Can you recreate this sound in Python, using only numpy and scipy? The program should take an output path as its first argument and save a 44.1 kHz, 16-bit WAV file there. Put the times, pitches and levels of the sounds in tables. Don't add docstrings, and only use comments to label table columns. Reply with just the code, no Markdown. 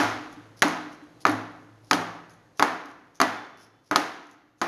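import sys
import numpy as np
from scipy import signal
from scipy.fft import rfft, irfft
from scipy.io import wavfile
from scipy.ndimage import uniform_filter1d

SR = 44100
rng = np.random.default_rng(int(sys.argv[2]) if len(sys.argv) > 2 else 0)


def wrap_up_sound(samples):
    columns = np.atleast_2d(samples).T
    tamed = np.clip(columns, -1, 1)
    steps = np.round(tamed * 32767).astype(np.int16)
    wavfile.write(sys.argv[1], SR, steps)


def invert_db(x):
    u = np.asarray(x, float) / 20
    return 10 ** u


N = 206211

# time of the deepest swing in seconds,
# thud peak in dB, thud pitch in Hz, metal crack peak in dB, brightness in dB.
LANDINGS = [(-.04, 17, 1300, -20, 4.5), (-.02, -5.5, 1300, -14, 2), (0.6219, -3.5, 1830, -5.5, 4),
            (0.6262, -2.5, 1630, -11, 2), (1.2535, -1, 1262, -18.5, -8), (1.268, -18, 1248, -17, 3.5),
            (1.9121, -3.5, 1300, -7.5, -6.5), (1.932, -11.5, 1300, -9.5, 6), (2.5964, -11, 1338, -14.5, -5),
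            (2.6256, -0.5, 950, -8, -1), (3.2027, -7, 1257, -13.5, -2), (3.2156, -4, 1127, -6, 1.5),
            (3.9129, -11.5, 1236, -19, -5), (3.96, -4.5, 1106, -3, 5), (4.616, -14, 1443, -19.5, -1),
            (4.6199, -32.5, 1260, -24, 9)]
# pitch in Hz, level in dB, seconds to fall 60 dB.
TIN_MODES = [(700, -20, .05), (747, -19, .06), (840, -17, .06), (1030, -16, .05), (1147, -14, .05),
             (1252, -8, .045), (1420, -14, .05), (1570, -17, .04), (1750, -17, .04), (1960, -20, .03),
             (2160, -21, .03)]
# pitch in Hz, level in dB, seconds to fall 60 dB.
SLAB_MODES = [(184, -26, 0.11), (286, -16.5, 0.058), (330.6, -14.5, 0.014), (390.4, -20.5, 0.11),
              (478.5, -11.5, 0.012), (673, -15, 0.022)]
# centre in Hz, width in Hz, level in dB.
CRACK_BANDS = [(2486, 2700, -2), (4410, 850, -6.5), (6260, 640, -7.5), (10500, 2600, -10)]
# frequency in Hz, seconds to fall 60 dB.
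KITCHEN_T60 = [(80, 0.94), (210, 1.13), (560, 0.54), (1470, 0.65), (3880, 0.59), (10200, 0.39)]
# frequency in Hz, level in dB.
DROP_ECHO_COLOUR = [(60, -21), (130, -26), (300, -3), (480, -1.5), (750, 3.5), (1250, 1), (1800, -2.5),
                    (2400, -8.5), (3500, -13.5), (6300, -19), (11000, -20), (15500, -23.5)]
# pitch in Hz, level in dB, seconds to fall 60 dB.
CABINET_MODES = [(170, -18, .3), (217, -13, .3), (257, -6, .4), (284, -7, .28), (303, -4, .25),
                 (335, -10, .25), (412, -18, .2)]
# start in seconds, beating pair in dB, upper note in dB.
DEEP_NOTES = [
    (-.03, -37, -57),
    (0.623, -49.5, -40.5),
    (1.253, -36.5, -40.5),
    (1.91, -44.5, -36),
    (2.626, -58, -48),
    (3.214, -49, -49.5),
    (3.961, -59, -51.5),
]
# pitch in Hz, level in dB, seconds to fall 60 dB.
BEATING_PAIR = [(107.8, 0, 1.3), (109.5, -2.5, 1.7)]
# start in seconds, pitch in Hz, level in dB, seconds to fall 60 dB.
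METALWARE = [
    (3.216, 3478, -51, 1.15),
    (3.216, 3047, -54, 1.15),
    (3.216, 4355, -62, 1.1),
    (.627, 4050, -60, 1.5),
]
# start in seconds, length in seconds, level in dB, centre in Hz,
# upper band in dB.
FINGER_BRUSHES = [(0.311, 0.042, -63, 6500, 2), (0.56, 0.054, -56, 5405, 1.5),
                  (0.897, 0.069, -60, 5880, -2.5), (1.194, 0.058, -56.5, 4920, -1.5),
                  (1.516, 0.15, -81.5, 6500, 1.5), (1.793, 0.24, -64.5, 5330, -1),
                  (2.269, 0.11, -69, 6490, 4.5), (2.547, 0.11, -57.5, 5930, -9),
                  (2.853, 0.098, -69, 6000, 2), (3.136, 0.061, -62.5, 6070, -11.5),
                  (3.561, 0.12, -61, 5600, 1.5), (3.824, 0.089, -68, 5460, -3),
                  (4.287, 0.06, -66.5, 6500, -2), (4.567, 0.061, -72, 6620, -5)]
# start in seconds, peak in dB, pitch in Hz.
FINGER_TICKS = [(.034, -26, 6600), (.327, -42, 6550), (0.652, -32.5, 6000), (0.682, -23, 6500),
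                (0.929, -51, 6770), (1.037, -52.5, 6700), (1.2805, -34.5, 6230), (1.296, -21, 4200),
                (1.3161, -27, 6600), (1.953, -24.5, 4540), (2.296, -45, 4900), (2.336, -47, 6500),
                (2.857, -39.5, 5000), (3.574, -45.5, 6000), (3.599, -54.5, 4500), (4.269, -49.5, 6500),
                (4.315, -57, 6440), (1.601, -58.5, 6000), (1.52, -55.5, 9500), (1.561, -57.5, 5500),
                (1.645, -56.5, 6800)]
# start in seconds, level in dB.
SLAB_BUMPS = [(-.005, -18), (0.371, -40), (.648, -17), (1.022, -40), (1.285, -21), (1.661, -58.5),
              (1.935, -25), (2.3, -60), (2.597, -25), (2.635, -25.5), (2.868, -60), (3.22, -28.5),
              (3.915, -25.5), (3.976, -25), (4.349, -66.5)]
# frequency in Hz, level in dB.
FINGER_ECHO_COLOUR = [(300, -5), (2000, 0.5), (15000, -4.5)]
# frequency in Hz, level in dB per Hz.
HISS_COLOUR = [(25, -6.5), (60, 1.5), (85, -11.5), (130, -4.5), (300, -5), (500, 2), (1400, -10),
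               (2500, -16.5), (4000, -18), (6500, -22.5), (8000, -29.5), (11000, -26.5), (15000, -45.5),
               (16000, -63.5)]
# centre in Hz, width in Hz, level in dB.
HUM_BANDS = [(121, 33, -5.5), (165, 6.5, -13), (302.4, 75, -12), (320.3, 38, -9), (6500, 170, -28.5)]
# time in seconds, level in dB.
BACKGROUND_LEVEL = [(0, -46.5), (.6, -57), (1.2, -56), (1.85, -58.5), (2.55, -60), (3.15, -63), (3.85, -65),
                    (4.68, -69)]
# frequency in Hz, gain in dB.
MIC_COLOUR = [(30, -16.5), (85, -6), (105, -1), (5000, 1), (6500, 2.5), (7200, -5.5), (8000, -12.5),
              (8600, -9), (10500, -4.5), (12500, -10.5), (14600, -16), (15300, -39), (16000, -51.5)]

LEAD = 4410
RISE = .0015


def evened(x):
    return x / np.sqrt(np.mean(x ** 2) + 1e-20)


def read(points, hz):
    f, value = np.transpose(points)
    return np.interp(np.log(hz + 1), np.log(f + 1), value)


def add(mix, s, sound):
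    part = mix[round(s * SR) + LEAD:][:len(sound)]
    part += sound[:len(part)]


def band(x, hz, width):
    return signal.lfilter(*signal.iirpeak(np.clip(hz, 50, 20000), hz / width, SR), x)


def modes(table, t, spread_db):
    total = 0
    for hz, db, t60 in table:
        strength, phase = rng.standard_normal(2)
        level = invert_db(db + spread_db * strength - 60 * t / t60)
        total = total + level * np.sin(2 * np.pi * hz * t + 0.88 * phase)
    return total


def swing(hz, t, peak_s, width):
    bell = np.exp(-.5 * ((t - peak_s) * hz / width) ** 2)
    return bell, t - RISE


def contact(db, hz, crack_db, ring_db):
    t = np.arange(SR // 10) / SR
    bell, after = swing(hz, t, 1.07 * RISE, .7)
    thud = -.86 * np.cos(2 * np.pi * hz * after) * bell
    bell, after = swing(hz, t, .9 * RISE, .5)
    thud -= .3 * np.cos(2 * np.pi * 1.75 * hz * after) * bell

    ring = modes(TIN_MODES, t, 2.5) * (1 - np.exp(-(t / .0022) ** 3))
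    ring = ring + modes(SLAB_MODES, t, 1.4) * (1 - np.exp(-t / 0.0013))

    burst = (t / .0012 * np.exp(1 - t / .0012)) ** 2
    scrape = 1.3 * (1 - np.exp(-t / 0.0016)) * np.exp(-t / 0.0035)
    grit = rng.standard_normal(len(t)) * (burst + scrape)
    crack = sum(invert_db(d) * band(grit, f, w) for f, w, d in CRACK_BANDS)
    return invert_db(db) * thud + invert_db(ring_db) * ring + invert_db(crack_db) * crack / abs(crack).max()


def kitchen(colour, treble_db):
    n = SR * 3 // 2
    taps = rng.choice([-1., 1.], n) * (rng.random(n) < .12)
    hz, t, z = signal.stft(taps, SR, nperseg=512)
    t60 = read(KITCHEN_T60, hz)[:, None]
    early = invert_db(12.0 - 60 * t / 0.048)
    late = invert_db(-17.0 - 60 * t / (1.97 * t60))
    decay = invert_db(-60 * t / t60) + late + early
    shade_db = read(colour, hz) + treble_db / (1 + (2600 / (hz + 1)) ** 4)
    tail = signal.istft(z * decay * invert_db(shade_db[:, None]), SR, nperseg=512)[1]
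    tail = tail * (1 - np.exp(-(np.arange(len(tail)) / SR / .009) ** 2))
    return tail / np.linalg.norm(tail)


def boom(t):
    feed = rng.standard_normal(len(t)) * (np.exp(-t / .04) + .25 * np.exp(-t / .15))
    return signal.fftconvolve(feed / np.linalg.norm(feed), modes(CABINET_MODES, t, 0.92))


def deep_note(db, upper_db, t):
    pair = sum(invert_db(d - 60 * t / t60) * np.sin(2 * np.pi * f * t) for f, d, t60 in BEATING_PAIR)
    upper = invert_db(upper_db - 60 * t / 1) * np.sin(2 * np.pi * 170.6 * t)
    return (invert_db(db) * pair + upper) * (1 - np.exp(-(t / .04) ** 2))


def drops():
    out, t = np.zeros(N + LEAD), np.arange(SR) / SR
    for s, db, hz, crack_db, bright_db in LANDINGS:
        touch = s - RISE
        ring_db = -5.5 + 0.4 * db - 0.13 * bright_db
        add(out, touch, contact(db, hz, crack_db, ring_db))

        weak_loss_db = 1.2 * max(-25 - db, 0)
        echo = kitchen(DROP_ECHO_COLOUR, bright_db)
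        echo = echo + 0.49 * sum(band(echo, f, 54) for f, _, _ in TIN_MODES)
        echo_db = 8 + .3 * db - weak_loss_db
        add(out, touch, invert_db(echo_db) * echo)

        flat_loss_db = 0.092 * max(1240 - hz, 0)
        wander_loss_db = 0.53 * s
        add(out, touch, invert_db(-26 - flat_loss_db - wander_loss_db - weak_loss_db) * boom(t))
    for s, db, upper_db in DEEP_NOTES:
        add(out, s, deep_note(db, upper_db, t))
    for s, hz, db, t60 in METALWARE:
        wobble = 1 + .5 * np.cos(2 * np.pi * 5.3 * t)
        add(out, s, modes([(hz, db, t60)], t, 0) * wobble)
    return out


def brush(length, hz, upper_db):
    n, spare = int(length * SR), SR // 4
    slips = invert_db(4.0 * np.minimum(rng.exponential(1, spare), 4)) * (rng.random(spare) < .04)
    rub = evened(slips) * rng.standard_normal(spare) + rng.standard_normal(spare)
    pressure_db = 3.3 * evened(uniform_filter1d(rng.standard_normal(spare), 260))
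    rub = (rub * invert_db(pressure_db))[:n]
    lower = evened(band(band(rub, hz, 1700), hz, 1700))
    upper = evened(band(band(rub, 10600, 1500), 10600, 1500))
    core = lower + invert_db(upper_db + 1) * upper
    rub = 0.46 * core + 1.3 * evened(band(rub, 8000, 9000))
    return rub * np.hanning(n) ** 0.75


def tick(hz, t):
    grit = rng.standard_normal(len(t)) * np.exp(-t / 0.0024)
    metal = sum(invert_db(d) * band(grit, f, w) for f, w, d in CRACK_BANDS)
    sound = band(grit, hz, 1200) + 1.3 * band(grit, 10600, 1800) + .5 * metal
    return sound / abs(sound).max()


def bump(t):
    swell = t / 0.0093 * np.exp(1 - t / 0.0093)
    return np.sin(2 * np.pi * 298.4 * t) * swell


def fingers():
    out, t = np.zeros(N + LEAD), np.arange(SR // 10) / SR
    for s, length, db, hz, upper_db in FINGER_BRUSHES:
        add(out, s, invert_db(db) * brush(length, hz, upper_db))
    for s, db, hz in FINGER_TICKS:
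        add(out, s, invert_db(db) * tick(hz, t))
    for s, db in SLAB_BUMPS:
        add(out, s, invert_db(db) * bump(t))
    echo = signal.fftconvolve(out, kitchen(FINGER_ECHO_COLOUR, 0))[:len(out)]
    return out + invert_db(-9.0) * echo


def air():
    t, hz = np.arange(N) / SR, np.fft.rfftfreq(N, 1 / SR)
    colour_db = read(HISS_COLOUR, hz) - read(MIC_COLOUR, hz)
    hiss = evened(irfft(rfft(rng.standard_normal(N)) * invert_db(colour_db), N))
    hum = sum(invert_db(db) * evened(band(rng.standard_normal(N), f, w)) for f, w, db in HUM_BANDS)
    whine_hz = 11795
    whine = invert_db(-91 - read(MIC_COLOUR, whine_hz)) * np.sin(2 * np.pi * whine_hz * t)
    level_db = np.interp(t, *np.transpose(BACKGROUND_LEVEL))
    return invert_db(level_db) * (hiss + hum) + whine


def scene():
    return ((drops() + fingers())[LEAD:] + air())[None]


def band_limit(x):
    return signal.sosfilt(signal.butter(12, 15780, fs=SR, output="sos"), x)


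def record(dry):
    log_gain = np.log(invert_db(read(MIC_COLOUR, abs(np.fft.fftfreq(4096, 1 / SR)))))
    taps = np.fft.ifft(np.exp(np.conj(signal.hilbert(log_gain)))).real[:2048]
    x = signal.oaconvolve(dry, taps[None])[:, :N]
    x = x / (1 + abs(x / .97) ** 6) ** (1 / 6)
    coupling_capacitor = signal.butter(1, 30, "high", fs=SR, output="sos")
    return band_limit(signal.sosfilt(coupling_capacitor, x))


dry = scene()
out = record(dry)
wrap_up_sound(out)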